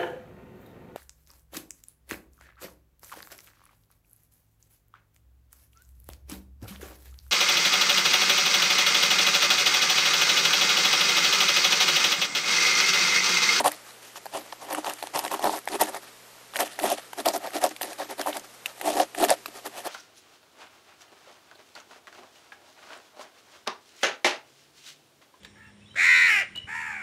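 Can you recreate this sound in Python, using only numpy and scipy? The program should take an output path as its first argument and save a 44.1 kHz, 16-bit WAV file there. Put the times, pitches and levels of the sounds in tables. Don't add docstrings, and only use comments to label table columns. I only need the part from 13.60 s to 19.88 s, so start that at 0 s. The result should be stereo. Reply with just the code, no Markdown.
import sys
import numpy as np
from scipy import signal
from scipy.fft import rfft, irfft
from scipy.io import wavfile
from scipy.ndimage import uniform_filter1d

SR = 44100
rng = np.random.default_rng(int(sys.argv[2]) if len(sys.argv) > 2 else 0)


def level_to_linear(level):
    exponent = np.asarray(level, float) / 20
    return 10 ** exponent


def materialize(psi):
    bounded = np.clip(np.atleast_2d(psi).T, -1, 1)
    quanta = np.round(bounded * 32767).astype(np.int16)
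    wavfile.write(sys.argv[1], SR, quanta)


N = 276948
TOP_HZ = 13900


def unit(x):
    return x / np.sqrt(np.mean(x ** 2))


def colour(x, points):
    hz, db = np.transpose(points)
    bin_hz = np.arange(1, 1026) * SR / 2050
    log_gain = np.log(level_to_linear(np.interp(np.log(bin_hz), np.log(hz), np.maximum(db, -50))))
    cepstrum = irfft(log_gain)
    cepstrum[1:1024] *= 2
    cepstrum[1025:] = 0
    return signal.fftconvolve(x, irfft(np.exp(rfft(cepstrum))))[:N]


def follow(points):
    return level_to_linear(np.interp(np.arange(N) / SR, *np.transpose(points)))


def swell(t, rise_s):
    return t / rise_s * np.exp(1 - t / rise_s)


def ring(x, modes):
    out = 0
    for k, (hz, db, t60_s) in enumerate(modes):
        pole = np.exp(2j * np.pi * hz / SR - np.log(1000) / (max(t60_s, .002) * SR))
        level = (-1) ** k * level_to_linear(db) * np.sqrt(1 - abs(pole))
        out = out + level * signal.lfilter([1], [1, -pole], x).imag
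    return out


def slips(rate_hz, scatter_db, longest_db):
    when, size, sign = rng.random((3, N))
    height_db = np.minimum(-scatter_db * np.log(1 - size), longest_db)
    return unit((when < rate_hz / SR) * level_to_linear(height_db) * np.sign(sign - .5))


# freq [Hz], level [dB]
HUM = [(120, -70), (240, -76)]
# freq [Hz], density [dB per Hz]
HISS = [(100, -43), (200, -9.5), (300, -10), (480, -3.5), (2000, -9), (13500, -16.5), (14500, -37)]


def garden():
    t = np.arange(N) / SR
    hum = sum(level_to_linear(db) * np.sqrt(2) * np.sin(2 * np.pi * hz * t) for hz, db in HUM)
    low_pass = signal.butter(2, 65., fs=SR, output="sos")
    rumble = level_to_linear(-81) * unit(signal.sosfilt(low_pass, rng.standard_normal(N)))
    hiss = level_to_linear(-50.5) * unit(colour(rng.standard_normal(N), HISS))
    return hiss + rumble + hum


def ticks(rows, half_s, spread, gain_db):
    t = np.arange(-200, 200) / SR
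    out = np.zeros(N + 400)
    shape = np.exp(-.5 * (t / half_s) ** 2)
    for (start_s, level_db, pitch_hz), chance in zip(rows, rng.standard_normal((len(rows), 2, 8))):
        partials_hz = np.minimum(pitch_hz * np.exp(spread * chance[0]), TOP_HZ)
        phase = np.pi * chance[1][:, None]
        burst = shape * np.sin(2 * np.pi * np.outer(partials_hz, t) + phase).sum(axis=0)
        burst *= np.linalg.norm(shape) / np.linalg.norm(burst) / np.sqrt(2)
        i = int(start_s * SR)
        out[i:i + 400] += level_to_linear(level_db + gain_db) * burst
    return out[200:N + 200]


# peak_s [s], level_db [dB], pitch_hz [Hz]
CHIPS = [(0.0451, -25, 10150), (0.0603, -19, 9050), (0.0664, -25, 8540), (0.0746, -22, 11400),
         (0.0805, -15, 8400), (0.0941, -34, 8690), (0.119, -24.5, 11040), (0.5726, -41, 9260),
         (0.6569, -35, 9900), (0.7735, -30, 9000), (1.1211, -35, 8820), (1.1286, -24.5, 9700),
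         (1.1356, -25, 10240), (1.1497, -25.5, 9900), (1.2655, -31, 7450), (1.2982, -26, 9910),
         (1.3367, -25.5, 9700), (1.4288, -30.5, 9360), (1.4717, -33, 10470), (1.5603, -29, 7910),
         (1.5735, -28, 10680), (1.5868, -23, 10630), (1.5925, -20, 10100), (1.6261, -36, 10460),
         (1.6417, -31, 9100), (1.6508, -26, 7900), (1.6803, -37, 8030), (1.7181, -27, 9230),
         (1.7261, -35, 9990), (1.7361, -26, 11400), (1.7424, -31, 10620), (1.795, -32, 11660),
         (1.8265, -34, 9730), (1.8431, -23.5, 11500), (1.8544, -32, 8300), (1.8633, -34, 10850),
         (1.9202, -35, 9120), (1.927, -31.5, 8850), (1.9891, -32, 9980), (2.056, -34, 10400),
         (2.0755, -32, 10100), (2.0873, -32, 8500), (2.1193, -34, 10700), (2.1587, -35, 11500),
         (2.2127, -13, 9900), (2.2209, -18.5, 10940), (2.2356, -20, 9550), (2.2601, -35, 10100),
         (2.2925, -33, 9040), (2.2959, -31, 10930), (2.3488, -32, 7570), (2.3689, -39, 7540),
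         (2.9592, -29, 8330), (2.9671, -23, 9800), (2.9753, -27, 11280), (2.995, -29, 10590),
               (3.0063, -18, 11300), (3.0177, -30, 9700), (3.0213, -38, 9560), (3.059, -39, 8600),
               (3.1902, -35, 10940), (3.1948, -35, 7950), (3.2002, -32.5, 10380), (3.2227, -30, 9470),
               (3.2796, -36, 9340), (3.3018, -22, 11360), (3.3188, -24, 10000), (3.3265, -20.5, 8440),
               (3.5324, -34, 10820), (3.6007, -31, 11210), (3.6088, -33, 11210), (3.6596, -18, 11380),
               (3.6787, -22, 9380), (3.6864, -23, 7760), (3.7773, -28.5, 11600), (3.8646, -34, 11730),
               (3.9066, -39.5, 10890), (3.9664, -32, 8940), (4.041, -21, 8900), (4.0497, -24, 10900),
               (4.0644, -28, 8100), (4.09, -33.5, 10250), (4.1642, -37, 10130), (4.2122, -32, 10400),
               (4.2186, -23, 11500), (4.227, -24, 10200), (4.2317, -25.5, 11100), (4.2469, -32, 10980),
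               (4.3322, -36, 8940), (4.5116, -31, 10600), (4.6141, -26, 9700), (4.6628, -39, 12090),
               (4.7701, -27.5, 8630), (4.7961, -33, 8650), (5.0601, -26, 9400), (5.2143, -27.5, 10170),
               (5.2562, -31, 10640), (5.307, -33, 9430), (5.3351, -33, 7200), (5.3821, -31, 8650),
               (5.4075, -26, 11820), (5.5485, -33, 9830), (5.6277, -22, 10620), (5.6415, -19, 9500),
               (5.6485, -21, 8600), (5.6857, -27, 8270), (5.7048, -11, 10380), (5.7408, -35, 8260),
               (5.8605, -26.5, 10100), (6.2687, -35, 8600)]
# peak_s [s], level_db [dB], pitch_hz [Hz]
CRACKS = [(0.0449, -24, 3910), (0.0608, -25, 1870), (0.0805, -18.5, 4370), (0.1193, -32, 3120),
          (0.9247, -30.5, 3100), (1.1492, -22.5, 2720), (1.266, -27, 2900), (1.2986, -24, 2920),
          (1.427, -23.5, 2420), (1.4717, -30, 4660), (1.5603, -23, 4300), (1.5921, -20, 5150),
          (1.6417, -33, 3160), (1.651, -23, 4670), (1.6639, -27, 3000), (1.6803, -25, 2840),
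          (1.795, -34, 2960), (1.8272, -30, 2500), (1.8431, -26, 3500), (2.0764, -23, 1810),
          (2.1193, -32, 4470), (2.2122, -17, 4430), (2.9376, -34, 3100), (2.9592, -20, 2070),
          (2.9676, -21, 3670), (2.9902, -24, 2000), (3.007, -24, 2570), (3.1907, -25.5, 1880),
          (3.1993, -24, 3400), (3.2902, -30, 3270), (3.3025, -25, 4650), (3.5324, -30, 2380),
          (3.6562, -26, 3150), (3.6594, -20, 3760), (3.6864, -17, 5150), (3.9068, -33, 1880),
          (3.9671, -27, 4600), (4.0408, -21, 4900), (4.0642, -27, 3450), (4.0921, -31, 4760),
          (4.1642, -31, 3250), (4.2125, -25, 2040), (4.2186, -23, 4370), (4.2313, -21.5, 4350),
          (4.6039, -28, 2040), (4.6143, -22, 4400), (4.7299, -26, 2840), (4.7698, -27, 3700),
          (5.0599, -18.5, 2660), (5.0646, -30, 2520), (5.2145, -27.5, 2170), (5.4018, -19, 2140),
          (5.5488, -27, 2300), (5.6408, -18, 4660), (5.6485, -22, 3260), (5.6855, -26, 5300),
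          (5.6957, -16, 2590), (5.7048, -20, 2980), (5.7125, -23, 2420), (5.8605, -26.5, 2630)]


def shells():
    chips = ticks(CHIPS, half_s=0.00086, spread=0.205, gain_db=-1)
    cracks = ticks(CRACKS, half_s=0.00074, spread=0.32, gain_db=-1)
    return chips + cracks


# start_s [s], peak_db [dB], knock_db [dB], splinters_db [dB]
MAIZE = [(0.0436, -29, 9, 13), (.0789, -19, 14.5, 4), (.558, -20, -17, -25), (0.9304, -27, 10.5, -12),
         (1.1473, -11, -13, -10), (1.2445, -13, 0.5, -15), (1.5595, -20, 5, -1), (1.714, -15.5, 2, -4),
         (1.7404, -24.5, 18.5, 2), (1.7934, -19.5, 11, -9), (1.842, -17, 18, -2), (1.8541, -14, 16.5, -11),
         (1.8728, -14, 16, -12), (1.8941, -16, 12, -19), (2.0542, -43, -1, 16.5), (2.1174, -32, -7, -7),
         (2.2144, -15.5, -11, 18), (2.3442, -13, 1, -11), (2.9364, -21, -13, -16), (3.3006, -15.5, -7, 0),
         (4.6602, -28, 22, -11), (4.6719, -22, 18, -15), (5.253, -21, -4, -11), (5.6847, -16, 0, -2.5),
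         (5.8583, -12, -16, -7)]
# start_s [s], peak_db [dB], knock_db [dB], splinters_db [dB]
LARGE_SEEDS = [(0.1158, -20, -9, 7), (0.656, -20.5, 6, -5.5), (0.6637, -21.5, 7.5, -18),
               (1.437, -25, 15, -23), (1.6487, -14, 3, -6), (1.988, -26.5, -18, 7), (2.0745, -12.5, 8, -13),
               (2.9578, -11, -20, -24), (3.0864, -36, -8, -10), (3.5318, -17.5, 3.5, -9),
               (3.6598, -18, 6, 4.5), (4.6144, -10, -30.5, -6), (4.7678, -15.5, -11, 1),
               (5.212, -13, -1, -8), (5.3984, -3.5, 0, -26), (5.5487, -14.5, -4, -9), (5.7124, -12, 0, -17)]
# start_s [s], peak_db [dB], knock_db [dB], splinters_db [dB]
WHEAT = [(0.925, -18.5, 5, -20), (1.1255, -13, -7, -3), (1.298, -22, 1, 1), (1.4255, -14.5, 5.5, -6),
         (1.4706, -25, 8, -1), (1.679, -22, -12, -10), (2.0854, -15, -7, -3), (2.965, -16, -21, -1),
         (2.989, -12, -6, -3), (3.004, -7, -2, 2), (3.021, -31, -8, -13), (3.189, -7.5, -1.5, -17),
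         (3.1977, -19, -10, -7), (4.092, -29, -14, 9), (4.2122, -12, 3, -10), (4.2474, -33, -8, -6),
         (4.499, -21, 3, -13), (5.6483, -9, -5, -1), (5.7032, 0, 0, -1.5), (6.052, -27, 2, -7),
         (6.258, -27, -1, -5)]
# start_s [s], peak_db [dB], knock_db [dB], splinters_db [dB]
SMALL_SEEDS = [
    (1.826, -16.5, -5, -14),
    (4.164, -19, -12, -11),
    (4.2177, -21, 5, 10),
    (4.231, -12, -3, -0.5),
    (4.33, -19, -13, -4),
    (4.7297, -16.5, -19, -25),
    (5.0581, -5.5, -42, -17.5),
    (5.6398, -4, -13, -9),
]
# start_s [s], peak_db [dB], knock_db [dB], splinters_db [dB]
MILLET = [
    (1.335, -30, -19, 14),
    (1.5904, -7, -4, 0),
    (3.685, -1, -25, -9),
    (4.0384, -6, -23, 1),
    (4.7964, -26, -7, -2),
]
HUSK_HZ = [1170, 1630, 1820, 2750, 5030]
BEAK_HZ = [1715, 2420, 3150, 3940, 4820]


def snaps():
    t = np.arange(700) / SR
    out = np.zeros(N + 800)
    kinds = zip((MAIZE, LARGE_SEEDS, WHEAT, SMALL_SEEDS, MILLET), HUSK_HZ)
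    husks = sorted((*row, hz) for rows, hz in kinds for row in rows)
    noise = rng.standard_normal((len(husks), 711))
    for (start_s, peak_db, knock_db, splinters_db, kind_hz), chance in zip(husks, noise):
        hz = kind_hz * (1 + .03 * chance[0])
        husk = -np.sin(2 * np.pi * hz * t) * (swell(t, .5 / hz) + .15 * swell(t, .0014))
        beak_hz = BEAK_HZ * (1 + 0.092 * chance[700:705])
        beak = chance[705:710] @ np.sin(2 * np.pi * np.outer(beak_hz, t)) * swell(t, .0007)
        splinters = (chance[2:702] - chance[:700]) * swell(t, .0008)
        debris = chance[699::-1] * swell(t, .003)
        knock_hz = 830 * (1 + 0.081 * chance[710])
        knock = -np.sin(2 * np.pi * knock_hz * t) * swell(t, 0.00084)
        snap = 0.29 * husk + 0.061 * beak + 0.043 * debris
        snap += 0.092 * level_to_linear(splinters_db) * splinters + 0.26 * level_to_linear(knock_db) * knock
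        i = int((start_s + .0007) * SR)
        out[i:i + 700] += level_to_linear(peak_db) * snap
    return signal.sosfilt(signal.butter(2, 300., "high", fs=SR, output="sos"), out[:N])


# peak_s [s], rise_s [s], fall_s [s],
# rail_db [dB], deep_db [dB re rail]
STROKES = [(0.0, .01, 0.019, -18.5, -9), (0.061, 0.028, 0.035, -18, -18), (.115, 0.019, 0.091, -49.5, -10),
           (.3, 0.11, 0.066, -59.5, -17), (.43, 0.017, 0.11, -58.5, -4), (0.575, 0.03, 0.013, -45, -12),
           (.748, 0.034, 0.079, -33, -11.5), (1.034, 0.046, 0.036, -39, -12.5),
           (1.112, 0.058, 0.1, -33.5, -11), (1.178, 0.025, 0.038, -32, -5),
           (1.283, 0.072, 0.064, -32.5, -9.5), (1.436, 0.021, 0.088, -51, -1),
           (1.553, 0.023, 0.076, -27, -12), (1.648, .05, 0.052, -34.5, -7),
           (1.716, 0.021, 0.081, -30.5, -8), (1.855, 0.064, 0.06, -27.5, -2.5),
           (1.95, 0.22, 0.047, -35, -7), (2.146, 0.065, 0.029, -33, 1.5),
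           (2.214, 0.027, 0.039, -21.5, -8.5), (2.289, 0.04, 0.018, -33, -5.5),
           (2.369, 0.08, 0.021, -37.5, -6),
           (2.96, 0.029, 0.042, -35, -12), (3.005, 0.023, 0.034, -16.5, -13.5),
                 (3.059, 0.028, 0.032, -37.5, -12), (3.124, 0.086, 0.074, -51.5, -18),
                 (3.248, 0.057, 0.077, -23, -5), (3.314, 0.038, 0.04, -23.5, -11),
                 (3.382, 0.02, 0.026, -36.5, -18), (3.592, 0.035, 0.034, -33.5, -3.5),
                 (3.664, 0.022, 0.057, -20.5, -12), (3.754, 0.039, 0.031, -26.5, -9),
                 (3.853, 0.061, 0.048, -31, -15), (3.959, 0.047, 0.039, -29, -6),
                 (4.041, 0.042, 0.043, -22, -12.5), (4.239, 0.046, 0.12, -39.5, -7),
                 (4.398, 0.029, 0.075, -32.5, -10), (4.509, 0.031, 0.033, -33.5, -5),
                 (4.592, 0.025, 0.065, -35, -5.5), (4.673, 0.025, 0.045, -26, -12.5),
                 (4.758, 0.054, 0.04, -34.5, -7),
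           (5.094, 0.074, 0.039, -50.5, -20), (5.276, 0.08, 0.075, -25.5, -10),
                (5.345, 0.057, 0.051, -28.5, -3.5), (5.403, 0.098, 0.042, -20.5, -12.5),
                (5.59, 0.044, 0.069, -30.5, -6), (5.632, 0.07, 0.038, -20, -4),
                (5.708, 0.036, 0.039, -19.5, -26), (5.75, 0.018, 0.078, -58, 6),
                (5.884, 0.034, 0.0089, -49, -2.5), (5.98, 0.08, 0.028, -46.5, -12),
                (6.067, 0.032, 0.017, -33, -5), (6.185, 0.087, 0.038, -40, -9),
                (6.264, 0.033, 0.1, -30.5, -9),
           (.15, .02, .04, -55, -8), (.86, 0.044, 0.11, -52.5, -6), (1.065, .03, .03, -50, 0),
           (1.385, 0.08, 0.096, -55, -14), (2.43, 0.021, 0.036, -51, -12), (2.475, .025, 0.051, -57, -6),
           (3.43, 0.05, 0.055, -59, -8), (4.112, 0.024, 0.018, -41, -4), (4.31, .04, 0.044, -40.5, -10.5),
           (4.849, 0.029, 0.017, -48.5, -7), (4.943, 0.017, 0.014, -56, -4),
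           (5.434, 0.036, 0.012, -28, -21), (5.95, 0.022, 0.033, -53, 4), (5.2, 0.058, .02, -50, -12),
           (2.235, .015, 0.036, -33.5, -8), (4.022, .02, .02, -30, -10), (5.692, 0.014, .02, -22, -16)]


def effort():
    drop_db = 25
    rail_curve, grit_curve = 1.44, 1.85
    pivot_db, grit_law = -41, 0.54
    t, gains = np.arange(N) / SR, np.zeros((3, N))
    for peak_s, rise_s, fall_s, rail_db, deep_db in STROKES:
        near = slice(max(int((peak_s - 4 * rise_s) * SR), 0), int((peak_s + 4 * fall_s) * SR))
        after = t[near] > peak_s
        away = np.abs(t[near] - peak_s) / np.where(after, fall_s, rise_s)
        rail_loss_db = drop_db * away ** rail_curve
        deep_loss_db = np.where(after, .65, 0.85) * rail_loss_db
        grit_loss_db = np.where(after, 0.51, 0.99) * drop_db * away ** grit_curve
        grit_db = pivot_db + grit_law * (rail_db - pivot_db)
        now = level_to_linear(np.array([rail_db - rail_loss_db, rail_db + deep_db - deep_loss_db,
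                            grit_db - grit_loss_db]))
        gains[:, near] = np.maximum(gains[:, near], now)
    return gains


# freq [Hz], density [dB per Hz]
GRIT = [(710, -22.5), (1200, 2), (1510, -6.5), (1840, 0), (2090, -5.5), (3400, -6.5), (7210, -11),
        (11800, -9.5), (13800, -18.5), (14500, -18)]


def grit(kicks):
    out, edges_hz = 0, np.geomspace(1200, 15000, 8)
    burst = np.hanning(90)
    for lo_hz, hi_hz in zip(edges_hz, edges_hz[1:]):
        own = slips(rate_hz=160., scatter_db=4.5, longest_db=15)
        hits = np.abs(kicks) + 0.23 * np.abs(own)
        gate = unit(signal.fftconvolve(hits, burst)[:N]) + 1.1
        patch = level_to_linear(2.5 * unit(uniform_filter1d(rng.standard_normal(N), size=1500)))
        band = signal.butter(2, [lo_hz, hi_hz], "band", fs=SR, output="sos")
        out = out + signal.sosfilt(band, patch * gate * rng.standard_normal(N))
    return unit(colour(out, GRIT))


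# freq [Hz], level [dB], t60 [s]
DEEP_MODES = [(213.5, -15, 0.15), (239, -12.5, 0.13), (303.8, -1, 0.11), (395.3, -1, 0.069)]
# freq [Hz], level [dB], t60 [s]
RAIL_MODES = [(491, -7, 0.021), (546.5, 0, 0.038), (614, 1, 0.024), (719, 5, 0.022), (754, -5.5, 0.01)]
# freq [Hz], level [dB], t60 [s]
UPPER_MODES = [(914, 11, 0.02), (1112, 6, 0.03), (1315, -0.5, 0.0058), (1890, -10, 0.011),
               (2710, -39, 0.0016)]
# time [s], gain [dB]
SPOT = [(0, -0.5), (.6, -2.5), (1.2, -2), (1.8, 1), (2.3, -2.5), (3, -7.5), (3.8, -8.5), (4.5, -4.5),
        (5.3, -8.5), (5.62, -11), (5.72, -6.5), (6.28, -4.5)]
# time [s], grit gain [dB]
LITTER = [(0, 2.5), (.5, 1.5), (1, -6), (1.3, 1), (1.6, 1), (1.9, 0), (2.2, 3.5), (2.4, -2.5), (3, 0.5),
          (3.35, 0.5), (3.76, -1), (3.85, -5.5), (3.94, 1.5), (4.1, -2), (4.8, -1.5), (5.35, -2),
          (5.7, -0.5), (6.28, -1)]


def scrape():
    rail, deep, crackle = effort()
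    kicks = slips(rate_hz=1200, scatter_db=4.5, longest_db=12)
    layers = ((level_to_linear(0.5) * rail, RAIL_MODES), (follow(SPOT) * rail, UPPER_MODES),
              (level_to_linear(2.0) * deep, DEEP_MODES))
    wood = 0
    for gain, modes in layers:
        wood = wood + ring(gain * kicks, modes) / np.std(ring(kicks, modes))
    shake = signal.butter(2, 82, fs=SR, output="sos")
    thud = signal.sosfilt(shake, deep * kicks) / np.std(signal.sosfilt(shake, kicks))
    return wood + level_to_linear(0.5) * follow(LITTER) * crackle * grit(kicks), level_to_linear(-27) * thud


def scene():
    rail, thud = scrape()
    thin_rail = signal.butter(1, 130., "high", fs=SR, output="sos")
    bird = signal.sosfilt(thin_rail, rail + snaps()) + thud
    air = garden()
    return np.tile(bird + shells() + air, (2, 1))


# freq [Hz], level [dB re mid]
WIDE = [(100, 0), (200, -9), (500, -16), (2500, -12), (6000, -5), (12000, 2)]


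def thin_out(x, margin_db, drop_chance, split_chance):
    hz, t, spec = signal.stft(x[0], SR, nperseg=2048)
    side = spec * np.exp(2j * np.pi * rng.random(spec.shape))
    wide_hz, wide_db = np.transpose(WIDE)
    side *= level_to_linear(np.interp(np.log(hz + 1), np.log(wide_hz), wide_db))[:, None]

    def luck():
        return uniform_filter1d(rng.standard_normal(len(t)), size=2) * np.sqrt(2)

    frame_luck = luck()
    for lo_hz in np.arange(0, 15000, 600):
        rows = (hz >= lo_hz) & (hz < lo_hz + 600)
        power = np.mean(np.abs(spec[rows]) ** 2, axis=0)
        usual = uniform_filter1d(power, size=15)
        weak = (power < level_to_linear(-margin_db) ** 2 * usual) & (lo_hz > 8500)
        spec[rows] *= np.where(weak & (luck() > drop_chance), .03, 1)
        side[rows] *= frame_luck + luck() > split_chance
    side[hz >= 15000] = 0
    return signal.istft(np.array([spec + side, spec - side]), SR, nperseg=2048)[1][:, :N]


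def top_cut(x):
    return signal.sosfilt(signal.butter(12, 14970, fs=SR, output="sos"), x)


def record(dry):
    steep = signal.ellip(8, .2, 40, TOP_HZ, fs=SR, output="sos")
    mix = signal.sosfilt(steep, dry)
    mix = thin_out(mix, margin_db=2, drop_chance=1.1, split_chance=1.1)
    return top_cut(mix)


dry = scene()
out = record(dry)
materialize(out)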